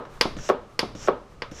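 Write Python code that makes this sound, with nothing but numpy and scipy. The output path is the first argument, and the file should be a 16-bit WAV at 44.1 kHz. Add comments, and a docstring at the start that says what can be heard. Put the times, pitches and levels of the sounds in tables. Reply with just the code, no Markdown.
"""Hand pump in a walled yard

One microphone near a hand pump worked beside a boat, about one stroke every 0.6 s. A stroke brings
the handle's sharp clack, the plunger's dull thud, a soft valve bump, a swelling hiss of air and a hollow
knock at the end of travel, with small ticks and rubs between. Hull and walls return a short echo.
Light wind rumbles on the microphone over a quiet outdoor background."""
import sys
import numpy as np
from scipy import signal
from scipy.fft import rfft, irfft, next_fast_len
from scipy.io import wavfile

SR = 44100
rng = np.random.default_rng(int(sys.argv[2]) if len(sys.argv) > 2 else 0)


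def dump(signal):
    """Clip the signal to [-1, 1] and save it as 16-bit WAV at the path in sys.argv[1]."""
    limited = np.clip(np.atleast_2d(signal).T, -1, 1)
    pcm = np.round(limited * 32767).astype(np.int16)
    wavfile.write(sys.argv[1], SR, pcm)


N = 70560

# Spectra of the steady noises at the microphone. Each row: frequency in Hz, relative level in dB.
YARD_SPECTRUM = [(20, -5.5), (60, 1.5), (140, -1.5), (250, -9), (420, -6.5), (600, -7.5), (950, -18.5),
                 (1250, -8.5), (1600, -22), (2400, -23), (3500, -28), (6000, -30), (9000, -38.5),
                 (15000, -51)]
WIND_SPECTRUM = [(15, -8), (30, -4.5), (55, -12.5), (90, -21), (120, -8.5), (200, -32.5), (600, -71.5)]
SLIDE_SPECTRUM = [(300, -0.5), (1200, 4), (2500, -8.5), (6500, -15), (10000, -21.5), (15000, -27)]
HISS_SPECTRUM = [(800, -4), (1500, -3.5), (2400, -7.5), (3200, -6.5), (4200, -12.5), (5000, -8),
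                 (5600, 1.5), (6800, -4.5), (7900, -16.5), (9300, -26), (15000, -32.5)]
# Spectra of the pump's impacts. Each row: frequency in Hz, relative level in dB.
TICK_SPECTRUM = [(300, -10.5), (1500, 8), (3200, -6), (5500, -4), (8000, -19.5), (14000, -26.5),
                 (16000, -35)]
BUMP_SPECTRUM = [(30, -8), (100, -3.5), (250, -4), (620, -5.5), (1000, -26), (3000, -24.5), (7000, -29.5),
                 (14000, -61)]
THUD_SPECTRUM = [(60, -32), (130, -6), (230, 6), (500, -2), (650, -4), (1150, -9.5), (1600, -35.5),
                 (4000, -54), (8000, -57.5), (16000, -87)]
CLACK_SPECTRUM = [(60, -20), (140, -3.5), (450, 1.5), (700, -5), (1050, -4.5), (1400, -2.5), (2300, -7),
                  (4100, -5.5), (4800, 3.5), (5550, 2.5), (6200, -17), (10000, -19), (11500, -31),
                  (13300, -22), (16000, -41.5)]
KNOCK_SPECTRUM = [(70, -51.5), (120, -24), (180, -12), (290, -9), (410, 5), (520, -6.5), (640, -7),
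                  (860, -3.5), (1010, -22.5), (1130, -2), (1330, -8), (1550, -19), (2400, -27.5),
                  (3400, -32), (6000, -51.5), (14000, -67)]
# What hull and walls send back. Each row: frequency in Hz, relative level in dB.
CLACK_ECHO_SPECTRUM = [(88, -26), (150, -11.5), (318, -2), (535, 2), (742, -6.5), (1010, 3), (1600, -5.5),
                       (2060, -4), (2550, -4.5), (2810, -7.5), (3470, -4), (4370, -5), (4810, -2.5),
                       (6180, -15), (7940, -23.5), (9820, -18.5), (15000, -29)]
KNOCK_ECHO_SPECTRUM = [(88, -32.5), (150, -19.5), (194, -11), (233, -9.5), (368, -10.5), (419, -6.5),
                       (593, -6), (650, -9), (1070, -12.5), (1330, -14.5), (2060, -29), (3710, -33.5),
                       (12000, -72), (15600, -105), (22000, -120)]
# Early bounces off ground and hull. Each row: delay in seconds, level in dB against the direct sound.
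NEAR_REFLECTIONS = [(.0055, -15.5), (0.026, -22)]
# Ringing of the struck parts. Each row: frequency in Hz, relative level in dB, seconds to fall 60 dB.
PLUNGER_RESONANCES = [(185, -4, .07), (236, 4.5, 0.1), (340, -21, 0.024), (408, 13, 0.021),
                      (507, -0.5, .07), (733, 2.5, 0.065), (1082, -4, 0.083)]
HANDLE_RESONANCES = [(493, -22, 0.043), (668, 1, 0.027), (896, -2.5, 0.057), (1070, -10, 0.043),
                     (1187, -7, 0.079), (1290, -11.5, 0.17), (1586, -4, .05), (1897, 1, 0.033),
                     (2093, 7, 0.02), (2358, -10.5, 0.11), (2913, -4.5, 0.0696), (3405, -2.5, 0.032),
                     (3763, -10.5, 0.066), (4496, 2.5, 0.027), (4505, 7, 0.018), (4986, 7.5, 0.029),
                     (5535, 3.5, 0.013)]
# Brief low tones that nearby reflections give the knock.
# Each row: frequency in Hz, relative level in dB, seconds to fall 60 dB.
KNOCK_TONES = [(171.4, -19, 0.15), (357, -10, 0.039), (398.8, -0.5, 0.16), (451, 2.5, 0.1),
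               (533.3, -4, 0.095), (586, -9.5, 0.17), (625, -4.5, 0.067), (783, -8, 0.081),
               (885, -11.5, .09), (1076, -11.5, 0.1), (1226, -10, 0.04), (1272, -9, 0.17)]
# Wind on the microphone. Each row: time in seconds, level in dB.
WIND_LEVELS = [(0, -59), (.2, -42), (.3, -38), (.38, -35), (.46, -47), (.7, -59), (.85, -45.5),
               (1.0, -45.5), (1.3, -59), (1.45, -41), (1.6, -50)]
# The plunger's way back. Each row: start in seconds, length in seconds, level in dB.
PLUNGER_RETURNS = [(0.089, 0.14, -50.5), (0.68, 0.11, -58.5), (1.287, 0.076, -59)]
# Pushes of air through the valve. Each row: start in seconds, end in seconds, full level in dB.
AIR_PUSHES = [(0.374, 0.487, -41), (0.953, 1.068, -41.5), (1.515, 1.636, -43)]
# The pump's impacts. Each row: start in seconds, level in dB, treble tilt in dB per octave.
VALVE_TICKS = [(0.052, -41.5, -4.5), (0.3662, -46, -2), (.3875, -41.5, 0), (.4900, -33.5, 2),
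               (.9505, -50.5, 0.5), (1.0747, -33, -1), (1.5138, -52, 3)]
VALVE_BUMPS = [(0.367, -33, -0.5), (0.9511, -35.5, -1), (1.5173, -36.5, -3)]
PLUNGER_THUDS = [(.2547, -22.5, 1.5), (0.8304, -24, 2)]
HANDLE_CLACKS = [(0.2109, -15, -1), (0.792, -20, -0.5), (1.4205, -26, -8)]
END_KNOCKS = [(-.062, -10, -1.5), (0.491, -20, 1), (0.4992, -11.5, -1), (1.0760, -25, -6),
              (1.0843, -11.5, -1.3)]  # the tail of one knock, then pairs: a light touch and the full blow

LEVEL_WINDOW_S = 0.01


def undb(db):
    """Decibels to gain."""
    return 10 ** (np.asarray(db) / 20)


def unit(x):
    """Scale a steady sound to rms 1."""
    return x / np.sqrt(np.mean(x ** 2))


def unit_hit(x):
    """Scale a blow to the energy of rms 1 held for the level window."""
    return x / np.sqrt(np.sum(x ** 2) / (LEVEL_WINDOW_S * SR))


def colour(x, spectrum):
    """Minimum-phase filter through (Hz, dB) points."""
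    hz, db = np.array(spectrum, float).T
    size = next_fast_len(2 * N)
    bin_hz = np.maximum(np.arange(size // 2 + 1) * SR / size, 1)
    gain = undb(np.interp(np.log(bin_hz), np.log(hz), db))
    cepstrum = irfft(np.log(gain), size)
    cepstrum[1:size // 2] *= 2  # folded forward, so nothing sounds ahead of a blow
    cepstrum[size // 2 + 1:] = 0
    return irfft(np.exp(rfft(cepstrum)) * rfft(x, size), size)[:N]


def noise(spectrum):
    """Steady coloured noise, rms 1."""
    return unit(colour(rng.standard_normal(N), spectrum))


def fade(t60):
    """Decay that loses 60 dB in t60 seconds."""
    return np.exp(-np.log(1000) * np.arange(N) / SR / t60)


def later(x, seconds):
    """Shift a sound in time; a negative start leaves only its tail."""
    shift = int(round(seconds * SR))
    delay, skip = max(shift, 0), max(-shift, 0)
    return np.pad(x, (delay, skip))[skip:][:N]


def contact(spectrum, chatter_db, chatter_t60):
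    """One impact followed by a short burst of dense chatter."""
    impact = unit_hit(signal.unit_impulse(N))
    chatter = unit_hit(rng.standard_normal(N) * fade(chatter_t60))
    return unit_hit(colour(impact + undb(chatter_db) * chatter, spectrum))


def fading_tones(rows, build_s):
    """Tones that build up quickly after a blow and die away."""
    t = np.arange(N) / SR
    tones = sum(undb(db) * fade(t60) * np.cos(2 * np.pi * hz * t) for hz, db, t60 in rows)
    return unit_hit(tones * (1 - np.exp(-(t / build_s) ** 2)))


def play(blow, events, corner_hz=1000):
    """The same blow at each time, with its own strength and treble slope above the corner."""
    octaves, out = np.arange(4), 0
    for start, db, tilt in events:
        slope = list(zip(corner_hz * 2. ** octaves, tilt * octaves))
        out = out + undb(db) * later(colour(blow, slope), start)
    return out


def yard_and_wind(yard_db=-50.5):
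    """The quiet yard all round, and low gusts buffeting the microphone."""
    gusts = undb(np.interp(np.arange(N) / SR, *np.array(WIND_LEVELS).T))
    return undb(yard_db) * noise(YARD_SPECTRUM) + gusts * noise(WIND_SPECTRUM)


def yard_echo(spectrum, early_t60, late_t60, late_db, build_s=0.012, damping_hz=9040):
    """Quick scatter off the nearby hull, then a longer, duller tail from the walls."""
    scatter = noise(spectrum)
    dulled = signal.sosfilt(signal.butter(2, damping_hz, fs=SR, output="sos"), scatter)
    hull = scatter * fade(early_t60)
    walls = undb(late_db) * dulled * fade(late_t60)
    build = 1 - np.exp(-np.arange(N) / SR / build_s)
    return unit_hit((hull + walls) * build)


def near_reflections(direct):
    """Bounces off ground and hull reach the microphone just behind the direct sound."""
    return sum(undb(db) * later(direct, delay) for delay, db in NEAR_REFLECTIONS)


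def plunger_slides():
    """The plunger rubs softly as it is drawn back."""
    t, rub = np.arange(N) / SR, 0
    for start, length, db in PLUNGER_RETURNS:
        travel = np.clip((t - start) / length, 0, 1)
        rub = rub + undb(db) * np.sqrt(np.abs(np.sin(np.pi * travel)))
    return rub * noise(SLIDE_SPECTRUM)


def air_jet(centre_hz, width_hz=330):
    """The jet's resonance: a narrow band of air noise around a moving centre."""
    lowpass = signal.butter(2, width_hz / 2, fs=SR, output="sos")
    flutter = signal.sosfilt(lowpass, rng.standard_normal(N))
    return unit(flutter * np.sin(2 * np.pi * np.cumsum(centre_hz) / SR))


def valve_hiss(jet_start_hz=6700, jet_end_hz=7910, swell_db=12, full_at_travel=0.66, release_s=0.007):
    """Air through the valve swells during the push; its jet resonance rises as pressure builds."""
    t, out = np.arange(N) / SR, 0
    for start, end, db in AIR_PUSHES:
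        travel = np.clip((t - start) / (end - start), 0, 1)
        whistle = undb(-14.5) * air_jet(jet_start_hz + (jet_end_hz - jet_start_hz) * travel)
        swell = undb(db - swell_db * np.maximum(1 - travel / full_at_travel, 0))
        gate = (t > start) * np.exp(-np.maximum(t - end, 0) / release_s)
        out = out + swell * gate * (noise(HISS_SPECTRUM) + whistle)
    return out


def valve_ticks():
    """Valve and linkage give short scraping ticks as the valve opens and shuts."""
    return play(contact(TICK_SPECTRUM, chatter_db=7, chatter_t60=0.088), VALVE_TICKS)


def valve_bumps():
    """The valve opens with a soft bump at the start of the hiss."""
    bump = contact(BUMP_SPECTRUM, chatter_db=9.5, chatter_t60=0.035)
    echo = undb(-3) * yard_echo(BUMP_SPECTRUM, early_t60=0.054, late_t60=0.51, late_db=-17)
    return play(bump + echo, VALVE_BUMPS)


def plunger_thuds():
    """Just after the clack, the plunger takes up its load with a dull thud."""
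    thud = contact(THUD_SPECTRUM, chatter_db=-2, chatter_t60=0.033)
    ringing = undb(-3) * fading_tones(PLUNGER_RESONANCES, build_s=0.003)
    echo = undb(-5) * yard_echo(THUD_SPECTRUM, early_t60=0.14, late_t60=0.74, late_db=-9)
    return play(thud + ringing + echo, PLUNGER_THUDS)


def handle_clacks(rebound_s=0.0019):
    """Opening a stroke, the handle snaps against its stop, rebounds at once and rings."""
    snap = contact(CLACK_SPECTRUM, chatter_db=10, chatter_t60=0.0052)
    rebound = later(contact(CLACK_SPECTRUM, chatter_db=13, chatter_t60=0.011), rebound_s)
    ringing = undb(-3) * fading_tones(HANDLE_RESONANCES, build_s=0.00091)
    echo = undb(-4) * yard_echo(CLACK_ECHO_SPECTRUM, early_t60=0.06, late_t60=0.36, late_db=-16.5)
    return play(unit_hit(snap + rebound) + ringing + echo, HANDLE_CLACKS, corner_hz=1900)


def delay_lows(knock, centre_hz=990, q=0.95):
    """All-pass filter: the lows arrive up to about a millisecond behind the treble."""
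    angle = 2 * np.pi * centre_hz / SR
    damping = np.sin(angle) / (2 * q)
    feedback = np.array([1 + damping, -2 * np.cos(angle), 1 - damping])
    return signal.lfilter(feedback[::-1], feedback, knock)


def end_knocks():
    """The plunger bottoms out with a hollow knock."""
    blow = contact(KNOCK_SPECTRUM, chatter_db=3, chatter_t60=0.028)
    tones = undb(-9) * fading_tones(KNOCK_TONES, build_s=0.0032)
    knock = delay_lows(blow + tones)
    echo = undb(-7.5) * yard_echo(KNOCK_ECHO_SPECTRUM, early_t60=0.069, late_t60=0.41, late_db=-13.5)
    return play(knock + near_reflections(knock) + echo, END_KNOCKS)


def scene():
    """The pump in front and the yard behind it, in mono."""
    pump = handle_clacks() + plunger_thuds() + valve_bumps() + valve_hiss()
    pump += valve_ticks() + end_knocks() + plunger_slides()
    return (pump + yard_and_wind())[None]


def record(dry, top_hz=15200):
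    """The recorder clips at full scale and cuts the highest treble."""
    lowpass = signal.ellip(8, 0.2, 70, top_hz, fs=SR, output="sos")
    return signal.sosfilt(lowpass, np.clip(dry, -1, 1))


dry = scene()
out = record(dry)
dump(out)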